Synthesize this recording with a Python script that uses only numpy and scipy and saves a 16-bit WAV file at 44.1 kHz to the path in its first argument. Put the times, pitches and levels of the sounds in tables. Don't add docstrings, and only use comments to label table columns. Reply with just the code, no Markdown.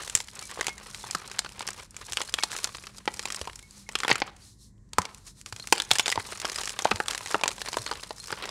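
import sys
import numpy as np
from scipy import signal
from scipy.fft import rfft, irfft
from scipy.io import wavfile
from scipy.ndimage import uniform_filter1d, map_coordinates

SR = 44100
rng = np.random.default_rng(int(sys.argv[2]) if len(sys.argv) > 2 else 0)


def wav_out(sig):
    wavfile.write(sys.argv[1], SR, np.round(np.clip(np.atleast_2d(sig).T, -1, 1) * 32767).astype(np.int16))


def gain_from_decibels(decibels):
    exponent = np.asarray(decibels, float) / 20
    return 10 ** exponent


N = 374850


def unit(x):
    return x / np.sqrt(np.mean(x ** 2) + 1e-20)


def along(points, hz):
    f, v = np.transpose(points)
    return np.interp(np.log(hz + 1), np.log(f + 1), v)


def coloured(x, spectrum):
    size = 8192
    half = size // 2
    hz = np.fft.rfftfreq(size, 1 / SR)
    cepstrum = irfft(np.log(gain_from_decibels(along(spectrum, hz)) + 1e-6))
    cepstrum[1:half] *= 2
    cepstrum[half + 1:] = 0
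    kernel = irfft(np.exp(rfft(cepstrum)))[:half]
    wet = signal.fftconvolve(np.atleast_2d(x), kernel[None], axes=1)
    return wet[..., :x.shape[-1]].reshape(x.shape)


def wobble(rate):
    knots = rng.standard_normal(int(N * rate / SR) + 4)
    return map_coordinates(knots, [np.arange(N) * rate / SR])


def laid(times, rows):
    at = np.round(times * SR).astype(int)[:, None] + np.arange(rows.shape[1])
    return np.bincount(at.ravel(), rows.ravel(), N + SR)[:N]


def levelled(rows, db):
    loud = uniform_filter1d(rows ** 2, 140, axis=1).max(axis=1, keepdims=True)
    return gain_from_decibels(db) * rows / np.sqrt(loud)


def resonance(f, centre, width):
    return 1j * f * width / (centre * centre - f * f + 1j * f * width)


def tearing(count, t, t60, spiky_db):
    draw = rng.standard_normal((count, 2, len(t)))
    uneven = 3.5 * uniform_filter1d(draw[:, 1], 12, axis=1)
    attack = 0.00044 * np.exp(.7 * draw[:, 1, -1:])
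    decay = gain_from_decibels(spiky_db * uneven - 60 * t / t60)
    return draw[:, 0] * decay * (1 - np.exp(-t / attack))


def shaped(rows, gain, width, known_hz=()):
    f = np.fft.rfftfreq(rows.shape[1], 1 / SR)
    hz = 4000 * np.exp(0.582 * rng.standard_normal((len(rows), 2, 1)))
    hz[:len(known_hz), :, 0] = np.reshape(known_hz, (-1, 1))
    favour = resonance(f, hz, width * hz).sum(axis=1)
    return irfft(rfft(rows) * (1 + gain * favour), rows.shape[1])


def rings(table, t60, attack):
    s, db, hz = np.transpose(table)[:, :, None]
    t = np.arange(SR // 4) / SR
    envelope = gain_from_decibels(db - 60 * t / t60) * (1 - np.exp(-t / attack))
    return laid(s[:, 0], envelope * np.sin(2 * np.pi * hz * t))


# f/Hz, spectral level/dB per Hz
AIR_SPECTRUM = [(22, -35.5), (45, -4), (70, -11.5), (110, -8), (170, -15), (300, -21.5), (800, -43.5),
                (1050, -32.5), (1300, -48), (1900, -38), (3000, -65.5), (7500, -38), (10500, -61),
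                (16000, -71)]


def air():
    hum_hz, hum_db, hush_db = 200.7, -64.5, -57.5
    phase = 2 * np.pi * hum_hz * np.arange(N) / SR + 0.52 * wobble(14)
    hum = gain_from_decibels(hum_db + 3.8 * wobble(6)) * np.sin(phase)
    hush = unit(coloured(rng.standard_normal(N), AIR_SPECTRUM))
    return hum + gain_from_decibels(hush_db + 0.4 * wobble(3.8)) * hush


# t/s, rise/s, fall/s, hiss level/dB
GUSHES = [(.12, 1, 0.15, -42), (.5, 0.45, 0.43, -48.5), (.93, 0.17, 0.71, -47.5), (1.13, 0.29, 0.05, -54),
          (1.3, 0.11, 0.52, -60.5), (1.62, 0.27, 0.087, -56), (1.83, 0.23, 0.05, -51),
          (2.131, 0.22, 0.58, -46), (2.56, 0.1, 0.24, -41), (2.84, 0.18, 0.11, -50.5),
          (2.98, 0.082, 0.071, -53), (3.16, .15, 0.79, -50.5), (3.45, 0.37, 0.086, -58.5),
          (3.793, 0.12, 0.068, -48), (4.11, 0.3, 0.1, -50), (4.24, .08, 0.26, -64),
          (4.45, 0.086, 0.13, -50.5), (4.63, 0.062, 0.084, -53), (4.945, 0.018, .15, -65),
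          (5.01, 0.021, 0.5, -56.5), (5.28, 0.038, 0.051, -45.5), (5.4, 0.056, 0.043, -51),
          (5.484, 0.026, 0.023, -39), (5.63, 0.17, 0.68, -50), (5.93, 0.046, 0.49, -46.5),
          (6.31, 0.16, 0.1, -43.5), (6.52, 0.2, 0.98, -44), (7.11, 0.077, 0.18, -40),
          (7.33, 0.14, 0.087, -42), (7.76, .4, 0.56, -44), (8.23, 0.15, 0.83, -55), (8.5, 0.43, .3, -53)]
# t/s, level of crumb patter over powder hiss/dB
COARSENESS = [(0, -4.5), (.68, -2), (1.1, -3.5), (1.6, 1.5), (1.85, -0.5), (2.6, -3), (3.4, -2.5),
              (3.8, -13), (4.11, 13), (4.24, 16.5), (4.36, 3), (4.45, -14), (4.65, -29.5), (5.0, 7),
              (5.3, -15), (5.75, -5), (6.0, -2), (6.2, -2), (8.2, -4.5), (8.5, 10.5)]


def flow():
    still_db, gush_drop_db = -79.5, 20
    t = np.arange(0, N, 100) / SR
    s, rise, fall, peak_db = np.transpose(GUSHES)[:, :, None]
    before = (s - t) / np.maximum(rise, .02)
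    after = (t - s) / np.maximum(fall, .02)
    away = np.where(t < s, before, after)
    power = gain_from_decibels(2 * (peak_db - gush_drop_db * away ** 2)).sum(axis=0)
    hiss_db = 10 * np.log10(gain_from_decibels(2 * still_db) + power)
    patter_db = hiss_db + np.interp(t, *np.transpose(COARSENESS))
    return [np.interp(np.arange(N) / SR, t, db) for db in (hiss_db, patter_db)]


def grit(per_s, size_db, t60, hz, spread):
    count, largest_db = 2600, 6.5
    draw = rng.random((count, 2))
    pitch = np.clip(hz * np.exp(spread * rng.standard_normal((count, 1))), 200, 14000)
    times = np.cumsum(np.log(draw[:, 0]) ** 2) / (2 * per_s)
    keep = times < N / SR
    t = np.arange(SR // 50) / SR
    size = gain_from_decibels(np.minimum(-size_db * np.log(draw[:, 1:]), largest_db))
    decay = gain_from_decibels(-60 * t * np.sqrt(pitch) / 1.1)
    ring = np.sin(2 * np.pi * pitch * t) * decay * (1 - np.exp(-t / 0.00029))
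    rattle = tearing(count, t, t60, spiky_db=0.0)
    bits = size * (rattle + 0.28 * ring)
    return unit(laid(times[keep], bits[keep]))


# f/Hz, spectral level/dB per Hz
POWDER = [(1180, -74), (2000, -39.5), (4270, -5.5), (4470, -10.5), (5280, -7.5), (9710, -9.5),
          (13000, -23.5), (16500, -35.5)]
# f/Hz, level/dB
CRUMBS = [(150, -23), (400, -1), (700, -4), (1050, 1.5), (1600, -1), (2500, -1), (5000, -7), (10000, -34.5)]


def pour():
    hiss_db, patter_db = flow()
    patter_db = np.minimum(patter_db, -43)
    squeeze = np.clip((patter_db + 64) / 8, .03, 1)
    bits = squeeze * grit(per_s=100, size_db=-2.0, t60=0.012, hz=2920, spread=.8)
    unsteady = 3 * np.array([wobble(110), wobble(60)]) - 5
    stream = gain_from_decibels(squeeze * unsteady) * rng.standard_normal((2, N))
    fine = squeeze * grit(per_s=210, size_db=0.5, t60=0.006, hz=6580, spread=0.5)
    coarse = squeeze * grit(per_s=90, size_db=3.0, t60=0.04, hz=1294, spread=0.27)
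    hiss = coloured(stream[0] + 0.69 * bits + 0.88 * fine, POWDER)
    patter = coloured(stream[1] + 0.28 * bits + 1.09 * coarse, CRUMBS)
    return gain_from_decibels(hiss_db + 1.0) * unit(hiss) + gain_from_decibels(patter_db + 3.0) * unit(patter)


# f/Hz, level/dB
CRISP = [(2500, -38.5), (5000, -2.5), (7500, 0.5), (10000, -7), (13000, -20), (16000, -28.5)]
# t/s, crunch level/dB, crisp level/dB
CHIPS = [(0.028, -40, -41.5), (0.034, -39, -35.5), (0.077, -31.5, -33), (0.211, -55, -34),
         (0.274, -56.0, -43.0), (0.454, -60, -36), (0.475, -55, -37), (0.494, -41, -46),
         (0.504, -38, -42), (0.558, -42, -42.0), (0.597, -31.5, -45), (0.628, -35, -38),
         (0.644, -35, -35), (0.78, -39.5, -36.5), (0.8, -43.5, -45), (0.902, -52, -48),
         (0.984, -45, -48.0), (1.277, -46, -33.5), (1.299, -40, -41), (1.333, -52, -50.5),
         (1.461, -33, -48), (1.492, -39, -38), (1.522, -46, -38.5), (1.618, -42, -33.5),
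         (1.625, -35, -41), (1.669, -42, -31), (1.944, -46, -50), (2.197, -43, -36),
         (2.205, -26.5, -37), (2.25, -46, -38), (2.276, -45, -39), (2.288, -38, -49),
         (2.294, -37, -34), (2.324, -55, -39), (2.387, -21.5, -38), (2.396, -39, -36),
         (2.406, -44.5, -35), (2.53, -30.5, -34), (2.656, -51, -38), (2.722, -46.5, -49),
         (2.748, -32, -37), (2.77, -42, -34.5), (2.783, -39, -50.0),
         (2.825, -48, -43), (2.838, -39.5, -41), (2.983, -40.5, -35), (3.056, -40, -38),
                (3.14, -41, -32), (3.17, -41, -53.0), (3.228, -39, -33), (3.234, -40, -38),
                (3.275, -34, -48.0), (3.284, -38, -35), (3.361, -56, -30), (3.365, -53, -34),
                (3.393, -38, -35), (3.453, -40, -38.5), (3.497, -36, -49), (3.627, -51, -43),
                (3.709, -54, -40), (3.915, -48, -48.0), (3.923, -52, -37), (3.933, -44.0, -46.0),
                (4.048, -22, -34.0), (4.093, -20.5, -34.0), (4.108, -21, -21.5), (4.181, -34, -38),
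                (4.272, -49, -42.5), (4.78, -69, -72), (4.89, -74, -63), (5.176, -62.5, -46.5),
                (5.182, -53, -45), (5.267, -60, -41), (5.685, -50, -54), (5.761, -32, -33),
                (5.774, -31, -47), (5.791, -32, -36), (5.85, -46, -36), (5.934, -37, -21.5),
                (5.958, -24, -24), (6.007, -34, -26), (6.092, -25, -27), (6.198, -32, -34),
                (6.203, -32, -46), (6.252, -37, -52), (6.282, -48, -44),
         (6.289, -37.5, -43), (6.316, -41, -44), (6.321, -44, -32), (6.375, -61, -32),
              (6.402, -47, -35), (6.478, -51, -32), (6.519, -36, -28), (6.531, -35, -36), (6.577, -52, -34),
              (6.608, -37, -28.5), (6.645, -44, -35.0), (6.704, -35, -28.5), (6.822, -35, -23),
              (6.871, -31, -43), (7.06, -34, -35), (7.215, -53, -39), (7.283, -39, -32),
              (7.293, -39, -39.0), (7.312, -32.5, -28), (7.324, -48, -28), (7.396, -41, -45),
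              (7.507, -32, -38), (7.53, -52, -37), (7.6, -46, -44.0), (7.607, -36, -44), (7.665, -35, -47),
              (7.676, -31, -50), (7.719, -51, -35.0), (7.742, -28, -41), (7.785, -30, -32),
              (7.877, -30.5, -38.0), (7.936, -35, -35), (7.955, -35, -43), (7.996, -40, -47),
              (8.182, -46, -39), (8.191, -61, -47), (8.2, -61, -35), (8.258, -49, -38), (8.273, -43, -32.5),
              (8.282, -37, -38), (8.318, -39, -32), (8.424, -31, -37), (8.44, -32.5, -42)]


def chips():
    s, crunch_db, crisp_db = np.transpose(CHIPS)[:, :, None]
    t = np.arange(SR // 30) / SR
    onset = 1 + 3.4 * gain_from_decibels(-60 * t / 0.0038)
    crack = shaped(tearing(len(s), t, 0.024, spiky_db=3.5) * onset, gain=1.9, width=.12)
    thick = levelled(coloured(crack, CRUMBS), crunch_db + 0.5)
    thin = levelled(coloured(crack, CRISP), crisp_db - .3)
    return laid(s[:, 0] - .0005, thick + thin)


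# t/s, knock level/dB, crunch level/dB, crisp level/dB, favoured f/Hz
SNAPS = [(0.1515, -34, -15, -5, 7300), (0.61, -27, -21, -21, 1900), (0.668, -35, -21, -19.5, 2240),
         (1.149, -22, -27.5, -23, 4370), (1.391, -31.5, -19, -14.5, 4100),
         (2.1712, -34, -16.5, -21.5, 2800), (2.34, -31, -15.5, -18, 3470), (2.4352, -23, -16, -16, 4360),
         (2.6434, -39, -21, -15, 4050), (3.077, -18, -19, -35, 1980), (3.9538, -24.5, -16, -24, 2710),
         (4.034, -23.5, -24, -31, 1950), (4.0802, -23.5, -16.5, -25, 1510), (4.1134, -16, -10.5, -33, 1960),
         (4.219, -18.5, -16.5, -41, 2260), (4.984, -10.5, -18.5, -16, 1880), (5.7248, -10, -7, -7.5, 2560),
         (5.8005, -33, -16, -24, 3500), (5.913, -17.5, -5.5, -10, 3610), (5.9957, -23, -12.5, -15, 2880),
         (6.059, -31.5, -19.5, -25.5, 3420), (6.1246, -47, -16.5, -24.5, 2030),
         (6.176, -18.5, -31, -57, 2000), (6.8539, -10, -24.5, -33, 3400), (6.9142, -14.5, -17, -29, 2440),
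         (7.002, -15, -27, -31, 2200), (7.3444, -13, -23, -31, 2760), (7.436, -18, -15, -21.5, 2420),
         (7.4786, -29, -17, -15, 7050), (7.7695, -19, -24.5, -26, 1470)]
# t/s, peak level/dB, heft (share of knock in the peak)/dB
SMALL_BREAKS = [(0.097, -14.5, -33.5), (0.161, -15.5, -40), (0.173, -14.5, -34), (0.202, -16.5, -22),
                (0.391, -19, -49), (0.425, -21.5, -43), (0.573, -30, -3), (0.59, -26.5, -3.5),
                (0.681, -12, -16), (0.692, -21, -21), (1.039, -30, -4), (1.109, -11, -48.5), (1.314, -21, -25),
                (1.446, -21, -14.5), (1.593, -19, -33.5), (1.606, -17, -11.5), (1.675, -12, -33),
                (1.686, -16, -17.5), (1.704, -19, -49), (1.965, -18.5, -38), (2.121, -15, -27),
                (2.132, -12.5, -33), (2.215, -12, -20), (2.383, -27, -31), (2.516, -17, -27),
                (2.564, -14.5, -30), (2.586, -18.5, -37), (2.672, -21, -18.5), (2.868, -23.5, -19.5),
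                (3.193, -14, -24), (3.254, -12, -18.5), (3.302, -16.5, -18.5), (3.322, -13.5, -47),
              (3.345, -16, -26), (3.413, -15, -16.5), (3.473, -18.5, -11.5), (3.889, -18.5, -18.5),
              (3.987, -18.5, -33), (4.002, -15, -20.5), (4.049, -18.5, -6), (4.101, -7.5, -11),
              (4.127, -13.5, -30), (4.155, -11, -17), (4.201, -20.5, -24), (4.932, -20.5, -25),
              (5.017, -17.5, -27), (5.052, -18.5, -19.5), (5.46, -22, -23), (5.524, -20, -19),
              (5.562, -23, -27), (5.597, -24, -20.5), (5.672, -17, -28.5),
                (5.752, -21, -18), (5.779, -15.5, -20), (5.819, -12.5, -36), (5.931, -19, -42),
            (5.954, -12, -25), (5.984, -5.5, -33), (6.064, -14.5, -19), (6.079, -6.5, -18),
            (6.1, -10.5, -28), (6.116, -12, -25), (6.156, -15, -14), (6.399, -18, -31), (6.416, -19, -23),
            (6.446, -15.5, -9.5), (6.451, -10.5, -17), (6.497, -16, -24), (6.559, -14, -32),
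            (6.584, -16.5, -20), (6.612, -16, -19), (6.634, -18, -21.5), (6.655, -14.5, -53),
            (6.674, -16, -20), (6.693, -14, -30), (6.789, -10.5, -19), (6.821, -39, 1), (6.958, -17, -23),
                (7.082, -9, -20.5), (7.108, -14, -22), (7.132, -18, -18.5), (7.147, -15, -20),
            (7.177, -15.5, -27), (7.259, -18, -22), (7.272, -21, -24), (7.353, -18.5, -2),
            (7.411, -17, -14.5), (7.457, -13.5, -11.5), (7.488, -16, -17), (7.514, -20, -20.5),
            (7.58, -23, -14.5), (7.616, -13, -17), (7.659, -20.5, -19), (7.685, -15, -17.5),
            (7.729, -15.5, -18), (7.862, -17, -19.5), (7.912, -13, -13.5), (7.925, -19.5, -13),
            (8.033, -21, -20), (8.106, -17.5, -10.5), (8.304, -18.5, -11), (8.325, -13, -11.5),
            (8.454, -17.5, -16.5), (8.473, -33, -17), (8.49, -17.5, -17.5)]


def pieces():
    s, peak_db, heft_db = np.transpose(SMALL_BREAKS)
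    heavier = heft_db + 21
    knock_db = peak_db + heft_db + 1
    crunch_db = peak_db - 10.5 - 0.37 * np.abs(heavier)
    crisp_db = peak_db - 10.5 - np.maximum(heavier, 0)
    small = [s + .001, knock_db, crunch_db, crisp_db]
    return np.hstack([np.transpose(SNAPS)[:4], small])


# f/Hz, width/Hz, level/dB
BLOCK_MODES = [(476, 230, -6), (712, 75, -6), (848, 70, -4), (1090, 240, 7.5), (1400, 570, -3),
               (2040, 1200, -7), (2470, 140, -28.5)]
# t/s, f/Hz
LUMPS = [(3.077, 1056), (4.113, 870), (4.218, 860), (4.984, 1040), (5.725, 987), (5.913, 1000),
         (6.176, 865), (6.446, 710), (6.853, 730), (6.914, 1190), (7.001, 1144), (7.344, 1106),
         (7.436, 845), (7.769, 520)]


def struck(s, push):
    f = np.fft.rfftfreq(push.shape[1], 1 / SR)
    spot_db = rng.normal(0, 1.5, (len(push), len(BLOCK_MODES), 1))
    block = 0
    for k, (centre, width, level) in enumerate(BLOCK_MODES):
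        block = block + (-1) ** k * gain_from_decibels(level + spot_db[:, k]) * resonance(f, centre, width)
    lump_hz = 880 * np.exp(0.32 * rng.standard_normal((len(push), 1)))
    when, hz = np.transpose(LUMPS)
    lump_hz[np.abs(s - when).argmin(axis=0), 0] = hz
    lump = resonance(f, lump_hz, .45 * lump_hz)
    edges = resonance(f, 430, 3200)
    return irfft(rfft(push) * (block + gain_from_decibels(6) * lump) * edges ** 2, push.shape[1])


# f/Hz, level/dB
DULL = [(600, -18), (1600, 1), (3000, 1.5), (4800, -3), (8000, -23.5), (14000, -52)]


def snaps():
    s, knock_db, crunch_db, crisp_db = pieces()[:, :, None]
    t = np.arange(SR // 14) / SR
    t60 = 0.02 * gain_from_decibels(0.013 * (np.maximum(knock_db, crunch_db) + 28.5))
    sharp = np.where(crisp_db - knock_db > 8, 0.92, 0.54)
    onset = 1 + 1.5 * sharp * gain_from_decibels(-60 * t / 0.0024)
    crack = tearing(len(s), t, t60, spiky_db=0.5) * onset
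    rubble = gain_from_decibels(-13.5) * tearing(len(s), t, 1.45 * t60, spiky_db=7.0)
    first = 9 * sharp * np.roll(t == 0, 6)
    edge = shaped(crack + rubble + first, gain=1.02, width=0.16, known_hz=np.transpose(SNAPS)[-1])
    crisp = levelled(coloured(edge, CRISP), crisp_db)
    crunch = levelled(coloured(edge, DULL), crunch_db)
    blow = np.exp(-t / 0.000093) * (t > 0)
    knock = levelled(struck(s, blow + 0.072 * crack + 0.71 * rubble), knock_db)
    return laid(s[:, 0], crisp + crunch + knock)


# t/s, peak level/dB, f/Hz
BOOMS = [(.15, -38, 98), (1.15, -35, 173.6), (2.11, -38, 80.5), (3.413, -35, 72.2), (4.113, -28.5, 123.2),
         (4.984, -25.5, 182), (4.985, -26.5, 88.4), (5.526, -35, 109), (5.725, -38, 213),
         (5.912, -32.5, 126), (6.176, -31, 96), (6.914, -25.5, 209), (6.94, -28, 95), (7.344, -32, 204),
         (7.793, -33, 112), (8.324, -39.5, 151)]


def booms():
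    return rings(BOOMS, t60=0.092, attack=0.0028)


# t/s, crunch level/dB, crisp level/dB
TICKS = [(0.2834, -18.5, -45), (0.3535, -30, -39), (0.5118, -18, -38.5), (0.9453, -13, -37.5),
         (1.385, -14, -43), (1.731, -26, -38.5), (1.907, -63, -46), (3.531, -25, -49), (3.556, -29, -38),
         (3.591, -22.5, -43.5), (4.267, -28, -47), (4.364, -35, -52.5), (2.426, -7, -41), (5.146, -24, -40),
         (5.413, -25.5, -40), (5.701, -33, -44), (5.906, -5, -37), (6.845, -5.5, -28.5), (6.91, -4.5, -33),
         (8.2384, -25, -41)]


def ticks():
    s, crunch_db, crisp_db = np.transpose(TICKS)[:, :, None]
    crack = tearing(len(s), np.arange(SR // 20) / SR, 0.018, spiky_db=7.5)
    crisp = levelled(coloured(crack, CRISP), crisp_db + 3.5)
    crunch = levelled(coloured(crack, DULL), crunch_db - 19.0)
    return laid(s[:, 0], crisp + crunch)


# t/s, level/dB, f/Hz
CLINKS = [
    (.391, -31, 4400),
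    (1.1, -33, 2400),
    (1.151, -28, 1050),
    (2.276, -33, 4250),
    (4.9845, -7.5, 1020),
    (5.6, -28, 4180),
    (5.625, -28, 4240),
    (5.915, -17, 3650),
    (6.493, -28, 5100),
    (6.558, -22, 5000),
]


def clinks():
    return rings(CLINKS, t60=0.028, attack=0.0005)


# t/s, level/dB, f/Hz
SHARDS = [(.428, -41, 2300), (.695, -33, 2170), (1.035, -39, 3480), (2.381, -35, 2300), (2.408, -36, 2200),
          (3.63, -47, 2200), (3.865, -50, 2160), (4.42, -46, 4630), (6.033, -30, 6800), (6.1, -25, 5060),
          (7.862, -29, 4330), (8.2, -32, 4200), (8.24, -39, 4250)]


def shards():
    hz = np.array(SHARDS)[:, 2:]
    return rings(SHARDS, t60=300 / hz, attack=0.0005)


# f/Hz, t60/s
ROOM_T60 = [(200, 0.55), (1500, 0.42), (5000, 0.22), (12000, 0.16)]


def room(x):
    out, step = np.zeros(N + 2 * SR), SR // 4
    for a in range(0, N, step):
        hz, t, z = signal.stft(rng.standard_normal(SR // 2), SR, nperseg=256)
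        decay = gain_from_decibels(-60 * t / along(ROOM_T60, hz)[:, None])
        tail = signal.istft(z * decay, SR, nperseg=256)[1]
        wet = signal.fftconvolve(x[a:a + step], tail / np.linalg.norm(tail))
        out[a + 200:][:len(wet)] += wet
    return out[:N]


def scene():
    chalk = snaps() + ticks() + clinks() + shards()
    reverberant = gain_from_decibels(-20.5) * room(chalk)
    return (air() + pour() + chips() + chalk + booms() + reverberant)[None]


def top_cut(x):
    return signal.sosfilt(signal.butter(12, 16990, fs=SR, output="sos"), x)


# f/Hz, level/dB
MICROPHONE = [(15, -27), (35, 3), (15700, -3.5), (16100, -16), (16800, -31), (17000, -68.5)]


def record(dry):
    clipped = dry / (1 + np.abs(dry / .78) ** 6) ** (1 / 6)
    response = gain_from_decibels(along(MICROPHONE, np.fft.rfftfreq(N, 1 / SR)))
    mix = irfft(rfft(clipped) * response, N)
    return top_cut(mix)


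dry = scene()
out = record(dry)
wav_out(out)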